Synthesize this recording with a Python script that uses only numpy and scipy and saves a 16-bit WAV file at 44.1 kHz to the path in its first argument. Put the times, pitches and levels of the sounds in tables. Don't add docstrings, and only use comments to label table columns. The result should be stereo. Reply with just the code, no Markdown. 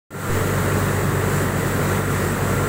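import sys
import numpy as np
from scipy import signal
from scipy.fft import rfft, irfft, next_fast_len
from scipy.io import wavfile
from scipy.ndimage import uniform_filter1d, map_coordinates

SR = 44100
rng = np.random.default_rng(int(sys.argv[2]) if len(sys.argv) > 2 else 0)


def magnitude_from_level(level_db):
    exponent = np.asarray(level_db, float) / 20
    return 10 ** exponent


def generate_wav(signal):
    frames = np.transpose(np.atleast_2d(signal))
    scaled = np.clip(frames, -1, 1) * 32767
    pcm = np.round(scaled).astype(np.int16)
    wavfile.write(sys.argv[1], SR, pcm)


N = 118188
SHAFT_HZ = 48.6


def curve(points, at):
    return np.interp(at, *np.transpose(points))


def unit(x):
    return x / np.sqrt(np.mean(x ** 2) + 1e-20)


def wobble(knots_per_s):
    knots = rng.standard_normal(int(N * knots_per_s / SR) + 4)
    return map_coordinates(knots, [np.arange(N) * knots_per_s / SR])


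def filtered(x, response):
    size = next_fast_len(N + 8192)
    spectrum = rfft(x, size) * response(np.fft.rfftfreq(size, 1 / SR))
    return irfft(spectrum, size)[:N]


def coloured(x, spectrum):
    hz, db = np.transpose(spectrum)

    def response(f):
        return magnitude_from_level(np.interp(np.log(f + 1), np.log(hz + 1), db))

    return unit(filtered(x, response))


def patchy(patchy_db, bins):
    noise = signal.stft(rng.standard_normal(N), nperseg=512)[2]
    field = uniform_filter1d(rng.standard_normal(noise.shape), bins, 0)
    field = uniform_filter1d(field, 12, 1)
    return signal.istft(noise * magnitude_from_level(patchy_db * unit(field)), nperseg=512)[1][:N]


def tone(hz, db, waver_db):
    phase = 2 * np.pi * (hz * np.arange(N) / SR + rng.random())
    level = magnitude_from_level(db + waver_db * wobble(knots_per_s=3.04))
    return np.sqrt(2) * level * np.sin(phase)


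# shaft_multiple, level_db
SHAFT_ORDERS = [(1, -36.5), (2, -27), (3, -30), (4, -36), (6, -45.5)]
# pitch_hz, level_db
GEAR_MESHES = [(1378.3, -45), (1376.8, -48), (1772.5, -51), (1058, -51)]
# offset_in_shaft_multiples, level_db
MESH_SIDEBANDS = [(-2, -49), (-1, -47), (1, -49)]


def motors():
    hum = sum(tone(k * SHAFT_HZ, db, waver_db=-1) for k, db in SHAFT_ORDERS)
    whine = sum(tone(hz, db, waver_db=5.5) for hz, db in GEAR_MESHES)
    mesh_hz = GEAR_MESHES[0][0]
    sidebands = sum(tone(mesh_hz + k * SHAFT_HZ, db, waver_db=1.0) for k, db in MESH_SIDEBANDS)
    return hum + whine + sidebands


# frequency_hz, level_db
ROAR_SPECTRUM = [(8, -23), (28, -28), (58, -13.5), (72, -22.5), (84, -0.5), (110, -17.5), (125, 3),
                 (140, -0.5), (157, -7.5), (170, 0.5), (207, -7.5), (222, -3), (250, -6.5), (330, -7),
                 (420, -4), (560, -9.5), (718, -15), (1200, -12.5), (1490, -14.5), (1950, -15), (2200, -22),
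                 (2730, -26.5), (5200, -42.5), (9000, -120)]


def air():
    phase = 2 * np.pi * (SHAFT_HZ * np.arange(N) / SR + rng.random())
    throb = 1 + 0.092 * np.sin(phase)
    level = magnitude_from_level(-22.5 + 0.29 * wobble(knots_per_s=9.15))
    return level * coloured(throb * patchy(patchy_db=0.66, bins=4), ROAR_SPECTRUM)


# frequency_hz, level_db
WATER_SPECTRUM = [(600, -120), (1500, -21), (2730, -10), (3900, -5), (5170, -10), (6500, -5), (7870, 2),
                  (9200, -5.5), (10700, -8), (13100, -7.5), (14900, -4), (15400, -0.5), (15800, -4.5)]
DROPS_PER_S, DROPS_DB = 3000, -10.5


def water():
    struck = rng.random(N) < DROPS_PER_S / SR
    drops = struck * rng.standard_normal(N)
    splash = unit(patchy(patchy_db=0.8, bins=9)) + magnitude_from_level(DROPS_DB) * unit(drops)
    level = magnitude_from_level(-33.5 + 0.43 * wobble(knots_per_s=12.15))
    return level * coloured(splash, WATER_SPECTRUM)


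# time_s, level_db
OVERALL_LEVEL = [(0.36, 0.6), (0.46, 0.3), (0.7, 0.76), (0.95, 0.2), (1.1, -0.4), (1.4, 0.9), (1.47, 0.2),
                 (1.53, -1.6), (1.68, 0.35), (1.85, 0.5), (1.96, 1.5), (2.03, -1.2), (2.15, 0.5),
                 (2.3, 0.2), (2.45, 0), (2.55, 0.9), (2.66, -0.4)]


def scene():
    level = magnitude_from_level(curve(OVERALL_LEVEL, np.arange(N) / SR))
    mix = (motors() + air() + water()) * level
    return np.array([mix, mix])


def top_cut(x):
    return signal.sosfilt(signal.butter(12, 15900, fs=SR, output="sos"), x)


def record(dry):
    fade_from_s, fade_to_s, fade_start = 0.1048, 0.35, 0.12
    bass_opens_s, low_cut_hz, top_hz = 0.293, 85, 15790
    thump_db, thump_t60_s = -22, 0.6
    t = np.arange(N) / SR

    thin = filtered(dry[0], lambda f: (1j * f / (1j * f + low_cut_hz)) ** 2)
    opened = np.clip((t - bass_opens_s) / 0.0049, 0, 1)
    opening = thin + opened * (dry[0] - thin)

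    onset = np.clip((t - fade_from_s) / 0.0029, 0, 1)
    fade = onset * curve([(fade_from_s, fade_start), (fade_to_s, 1)], t)
    limited = filtered(fade * opening, lambda f: f < top_hz)
    limited = limited * (t > fade_from_s)

    thump = magnitude_from_level(thump_db - 60 * (t - bass_opens_s) / thump_t60_s) * opened
    mono = limited + thump
    return top_cut(np.array([mono, mono]))


dry = scene()
out = record(dry)
generate_wav(out)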